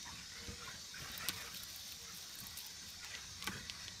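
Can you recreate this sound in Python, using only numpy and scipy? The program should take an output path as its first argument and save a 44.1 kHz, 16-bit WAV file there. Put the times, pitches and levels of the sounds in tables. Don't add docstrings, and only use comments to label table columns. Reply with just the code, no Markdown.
import sys
import numpy as np
from scipy import signal
from scipy.fft import rfft, irfft, next_fast_len
from scipy.io import wavfile
from scipy.ndimage import uniform_filter1d, map_coordinates

SR = 44100
rng = np.random.default_rng(int(sys.argv[2]) if len(sys.argv) > 2 else 0)


def persist_wave(psi):
    counts = np.round(np.clip(psi, -1, 1) * 32767).astype(np.int16)
    wavfile.write(sys.argv[1], SR, np.atleast_2d(counts).T)


N = 176400

# (f/Hz, width/Hz, lift/dB)
PEAKS = [(186, 20, 4), (790, 60, 3), (965, 50, 3), (1125, 60, 5), (1430, 70, 3), (1550, 70, 2),
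         (1950, 110, 4.5), (2260, 90, 2.5), (2500, 130, 2.5), (3700, 330, 3.5), (4520, 240, 4),
         (5300, 170, 3), (5680, 160, 2), (11750, 300, 3), (13220, 250, 2)]
# (f/Hz, level/dB)
HISS_COLOUR = [(20, -15), (35, -1.5), (50, -6), (70, 6.5), (110, -1), (190, -1.5), (290, -9), (450, -12.5),
               (620, -13), (1100, -14.5), (1900, -11), (2900, -12.5), (3600, -3.5), (4600, -2.5), (6100, 0),
               (7000, -5), (7800, -13), (9200, -12), (10400, -23.5), (11500, -20), (15000, -32)]
# (f/Hz, level/dB)
ROOM_RUMBLE_LEVELS = [(0, -76), (.9, -76), (1.3, -61.5), (1.8, -72), (2.9, -76.5), (3.35, -62.5),
                      (3.6, -59.5), (4, -65.5)]
ROOM_RUMBLE_COLOUR = [(25, -30), (50, -5), (68, -4.5), (100, 3), (130, -14), (185, -3.5), (280, -25),
                      (900, -46.5)]
# (t/s, length/s, f/Hz, level/dB)
FAINT_TONES = [(.3, 0.44, 476, -65.5), (1.2, 0.33, 471, -69), (1.95, 0.17, 460, -71.5)]
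# (f/Hz, level/dB)
SLIDING_LEVELS = [(0, -62), (.04, -69), (.07, -58.5), (.17, -58), (.22, -56), (.27, -62), (.36, -56),
                  (.52, -57), (.57, -61), (.68, -54.5), (.8, -63.5), (.92, -64), (1.0, -53), (1.15, -51.5),
                  (1.24, -49.5), (1.305, -48.5), (1.35, -55), (1.48, -54), (1.68, -64.5), (1.77, -61.5),
                  (1.85, -74), (2.1, -62.5), (2.7, -62.5), (3.01, -67), (3.045, -52.5), (3.1, -59),
                  (3.145, -53), (3.22, -58.5), (3.36, -66), (3.43, -54), (3.54, -51.5), (3.66, -60),
                  (3.86, -56), (3.93, -64), (4, -71)]
SLIDING_COLOUR = [(100, -31.5), (300, -11), (470, -7.5), (620, -9), (800, -9.5), (1130, -4.5), (1550, -1),
                  (2250, -2.5), (2900, -4.5), (4000, -9.5), (7000, -12), (15000, -26.5)]
# (t/s, length/s, f/Hz, level/dB)
RUB_SQUEAKS = [(.045, 0.078, 967, -58), (0.049, 0.047, 1830, -58.5), (0.601, .05, 1340, -57),
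               (.665, 0.046, 1065, -57.5), (0.936, 0.046, 1550, -54.5), (1.191, 0.058, 1336, -54),
               (3.411, 0.054, 1140, -60), (3.51, 0.038, 1600, -51.5), (3.55, 0.05, 1650, -60),
               (3.746, 0.26, 1880, -66)]
# (f/Hz, level/dB)
THUDS = [(.07, -53), (0.126, -48), (.415, -50.5), (.483, -39.5), (0.517, -49), (0.682, -50.5), (.74, -52.5),
         (1.004, -47.5), (1.022, -44.5), (1.1, -45), (1.235, -49.5), (1.538, -51), (2.42, -49.5),
         (3.488, -43.5), (3.532, -44.5), (3.553, -43.5), (3.609, -50)]
THUD_COLOUR = [(25, -18), (65, 3), (210, 0.5), (320, -11), (600, -18.5), (1500, -55)]
# (f/Hz, level/dB)
FOOT_SCRAPES = [(3.03, 0.047, -60), (3.095, 0.068, -55.5), (3.152, 0.036, -60)]
FOOT_COLOUR = [(500, -20), (1200, -17), (1900, 2), (2600, 3), (3500, -3.5), (6000, -29)]
# (f/Hz,
# level/dB)
WOOD_KNOCKS = [(1.2869, -50), (1.2932, -48), (3.4732, -41.5), (3.4767, -41)]
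WOOD_COLOUR = [(60, -14), (200, 4), (370, 9), (580, -16.5), (1100, 2.5), (2500, -2), (4500, -19)]
# (f/Hz, level/dB, t60/s)
WOOD_RINGS = [(191, -9, 0.36), (294, -10, 0.12), (366, -9.5, 0.083), (854, -8.5, 0.076), (1120, -4, 0.073),
              (1220, 0, 0.054), (1500, 3, .033), (2000, -3, 0.045), (2325, 4.5, 0.026), (3080, 6, .016)]
# (f/Hz, level/dB)
CLAW_TAPS = [(0.0288, -35, 3), (0.473, -36, -1), (1.2865, -20, -1), (1.293, -21.5, -2), (1.363, -36, 2),
             (1.547, -35.5, -8), (1.5733, -37, 8), (1.923, -36, -7), (2.184, -34, 8), (2.573, -33, 6),
             (3.047, -33, 4), (3.1515, -29.5, -7.5), (3.425, -28.5, -1.5), (3.4433, -33, 5),
             (3.4686, -29, 6), (3.4736, -25, -2), (3.698, -24.5, -5.5), (3.8816, -29, -5.5)]
CLAW_COLOUR = [(200, -41.5), (1200, -28), (1750, -27), (2150, -10.5), (3200, 0), (4800, -1.5), (6400, -5.5),
               (8000, -11), (11000, -20.5), (15000, -20)]
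# (f/Hz, level/dB)
SHELL_RASP_LEVELS = [(0, -75), (.9, -67), (1.1, -63), (1.22, -64), (1.34, -57), (1.44, -57.5), (1.48, -61),
                     (1.59, -55.5), (1.69, -61.5), (1.77, -56.5), (1.85, -61), (1.92, -54.5), (1.97, -64.5),
                     (2.02, -57.5), (2.07, -66.5), (2.17, -60.5), (2.23, -60.5), (2.28, -63), (2.32, -63),
                     (2.41, -59.5), (2.55, -62), (2.6, -56.5), (2.72, -62.5), (2.8, -72), (2.89, -58),
                     (3.0, -73), (3.5, -69), (4, -79)]
SHELL_RASP_COLOUR = [(1000, -27), (2800, 3.5), (4000, 9), (6000, 4), (7700, -2), (9000, 1.5), (10300, -4.5),
                     (11700, -2.5), (13000, 2), (15000, -1.5)]
# (t/s, level/dB, f/Hz)
SHELL_TICKS = [(1.1174, -31.5, 13800), (1.1786, -20, 14600), (1.2865, -15, 12200), (1.2866, -20, 8900),
               (1.5464, -31, 12600), (1.5733, -31, 13600), (1.633, -31, 13000), (1.6349, -28, 10700),
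               (1.6872, -39, 9800), (1.7622, -27.5, 13500), (1.7804, -38, 13000), (1.7996, -36, 13000),
               (1.9225, -31, 14300), (2.0281, -40, 13000), (2.1516, -37, 14100), (2.1655, -38, 12000),
               (2.1734, -30.5, 12000), (2.3551, -31, 13500), (2.389, -28, 9000), (2.4034, -29.5, 12200),
               (2.407, -31, 13500), (2.4398, -34, 12600), (2.4691, -26.5, 12200), (2.471, -34, 13500),
               (2.575, -28.5, 8800), (2.5785, -28, 12100), (2.5882, -27.5, 11200), (2.666, -29.5, 13200),
               (2.9049, -36, 14000), (3.4436, -31, 12400), (3.473, -26.5, 9600)]


def amp(db):
    return 10 ** (np.asarray(db) / 20)


def unit(x):
    return x / np.sqrt(np.mean(x ** 2) + 1e-20)


def curve(rows):
    return np.interp(np.arange(N) / SR, *np.transpose(rows))


def wobble(per_s):
    points = rng.standard_normal(int(N * per_s / SR) + 4)
    return map_coordinates(points, [np.arange(N) * per_s / SR])


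def fade(t, t60):
    return np.exp(-np.log(1000) * t / t60)


def add(track, start, sound):
    i = max(round(start * SR), 0)
    track[i:i + len(sound)] += sound[:len(track) - i]


def coloured(x, colour, tilt=0):
    size = 2 * next_fast_len(len(x))
    octave = np.log2(np.fft.rfftfreq(size, 1 / SR) + 1)
    hz, db = np.transpose(colour)
    octaves_up = np.clip(octave - np.log2(hz[0]), 0, None)
    gain = amp(np.interp(octave, np.log2(hz), db) + tilt * octaves_up)
    cepstrum = irfft(np.log(gain))
    cepstrum[1:size // 2] *= 2
    cepstrum[size // 2 + 1:] = 0
    return irfft(rfft(x, size) * np.exp(rfft(cepstrum)))[:len(x)]


def resonant(x):
    f = np.fft.rfftfreq(N, 1 / SR)
    lift_db = sum(db / (1 + (2 * (f - hz) / width) ** 2) for hz, width, db in PEAKS)
    return unit(irfft(rfft(x) * amp(lift_db), N))


def patchy(x, depth_db, frames):
    bands = signal.stft(x, nperseg=1024)[2]
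    swell = uniform_filter1d(rng.standard_normal(bands.shape), size=3, axis=0)
    swell = uniform_filter1d(swell, size=frames, axis=1)
    return unit(signal.istft(bands * amp(depth_db * unit(swell)))[1][:N])


def contact(t60, scatter_db):
    t = np.arange(SR // 4) / SR
    tail = rng.standard_normal(len(t)) * fade(t, t60)
    return (t == 0) + amp(scatter_db) * tail / np.linalg.norm(tail)


def grains(per_s, spread_db):
    clicks = (rng.random(N) < per_s / SR) * rng.choice([-1, 1], N)
    return clicks * amp(spread_db * rng.standard_normal(N))


def hiss(level_db=-52.5):
    loudness = amp(level_db + 0.16 * wobble(13))
    noise = resonant(coloured(rng.standard_normal(N), HISS_COLOUR))
    return loudness * patchy(noise, depth_db=3, frames=8)


def rumble():
    return amp(curve(ROOM_RUMBLE_LEVELS)) * unit(coloured(rng.standard_normal(N), ROOM_RUMBLE_COLOUR))


def tones(waver_share=0.0304, flutter_db=4):
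    out = np.zeros(N)
    for start, length, hz, db in FAINT_TONES:
        n = int(length * SR)
        pitch = hz * (1 + waver_share * wobble(42)[:n])
        tone = np.sin(2 * np.pi * np.cumsum(pitch) / SR)
        flutter = amp(flutter_db * wobble(25)[:n])
        add(out, start, amp(db) * unit(tone * flutter * signal.windows.tukey(n, 0.5)))
    return out


def rustle(boost_db=1):
    slips = resonant(coloured(grains(per_s=3000, spread_db=0.5), SLIDING_COLOUR))
    sliding = patchy(slips, depth_db=4.5, frames=7)
    return sliding * amp(curve(SLIDING_LEVELS) + boost_db + 1.36 * wobble(60))


def squeaks(width_share=0.056):
    out, f = np.zeros(N), np.fft.rfftfreq(SR, 1 / SR)
    for start, length, hz, db in RUB_SQUEAKS:
        n = int(length * SR)
        near_pitch = 1 / (1 + ((f - hz) / (width_share * hz)) ** 2)
        squeak = irfft(rfft(rng.standard_normal(SR)) * near_pitch)[:n]
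        add(out, start, amp(db) * unit(squeak * signal.windows.tukey(n, 0.5)))
    return out


def bumps(rise_s=0.011):
    out, t = np.zeros(N), np.arange(SR // 4) / SR
    soft_start = 1 - 0.5 * np.exp(-t / rise_s)
    for start, db in THUDS:
        thud = coloured(contact(t60=0.15, scatter_db=0.5) * soft_start, THUD_COLOUR)
        add(out, start, amp(db) * thud / np.abs(thud).max())
    return out


def scrapes(peak_share=0.86):
    out = np.zeros(N)
    for start, length, db in FOOT_SCRAPES:
        n = int(length * SR)
        slips = coloured(grains(per_s=3500, spread_db=2)[:n], FOOT_COLOUR)
        pressure = np.interp(np.arange(n) / n, [0, peak_share, 1], [0, 1, 0])
        add(out, start, amp(db) * unit(slips * np.sqrt(pressure)))
    return out


def knocks(clunk_db=-4, rise_s=0.00014):
    out, t = np.zeros(N), np.arange(SR // 3) / SR
    rise = 1 - np.exp(-t / rise_s)
    for start, db in WOOD_KNOCKS:
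        ring = np.zeros(len(t))
        for hz, ring_db, t60 in WOOD_RINGS:
            strength = amp(ring_db + rng.normal(0, 1)) * rng.choice([-1, 1])
            ring += strength * np.sin(2 * np.pi * hz * t) * fade(t, t60)
        clunk = unit(coloured(rng.standard_normal(len(t)), WOOD_COLOUR)) * fade(t, t60=0.11)
        add(out, start, amp(db) * (ring + amp(clunk_db) * clunk) * rise)
    return out


def taps(boost_db=10):
    out = np.zeros(N)
    for start, db, tilt in CLAW_TAPS:
        tap = coloured(contact(t60=0.042, scatter_db=-3.5), CLAW_COLOUR, tilt)
        add(out, start, amp(db + boost_db) * tap / np.linalg.norm(tap))
    return out


def rasp(boost_db=4.5):
    slips = unit(grains(per_s=1800, spread_db=3))
    crackle = patchy(resonant(coloured(slips, SHELL_RASP_COLOUR)), depth_db=3, frames=4)
    return crackle * amp(curve(SHELL_RASP_LEVELS) + boost_db + 2 * wobble(50))


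def ticks(fizz_db=-19.5):
    out, t = np.zeros(N), np.arange(SR // 20) / SR
    for start, db, hz in SHELL_TICKS:
        ring = np.sin(2 * np.pi * hz * t) * fade(t, t60=0.0013)
        around_pitch = [(hz / 8, -22), (hz / 2, -11), (hz, 0), (hz * 2, -6)]
        fizz = unit(coloured(rng.standard_normal(len(t)), around_pitch)) * fade(t, t60=0.028)
        add(out, start, amp(db) * (ring + amp(fizz_db) * fizz))
    return out


def scene():
    hits = ticks() + taps() + knocks() + bumps()
    rubbing = rustle() + squeaks() + scrapes() + rasp()
    background = tones() + hiss() + rumble()
    return (hits + rubbing + background)[None]


def record(dry, top_hz=15600):
    size = next_fast_len(N + SR // 2)
    kept = np.fft.rfftfreq(size, 1 / SR) < top_hz
    return irfft(rfft(dry, size) * kept, size)[..., :N]


dry = scene()
out = record(dry)
persist_wave(out)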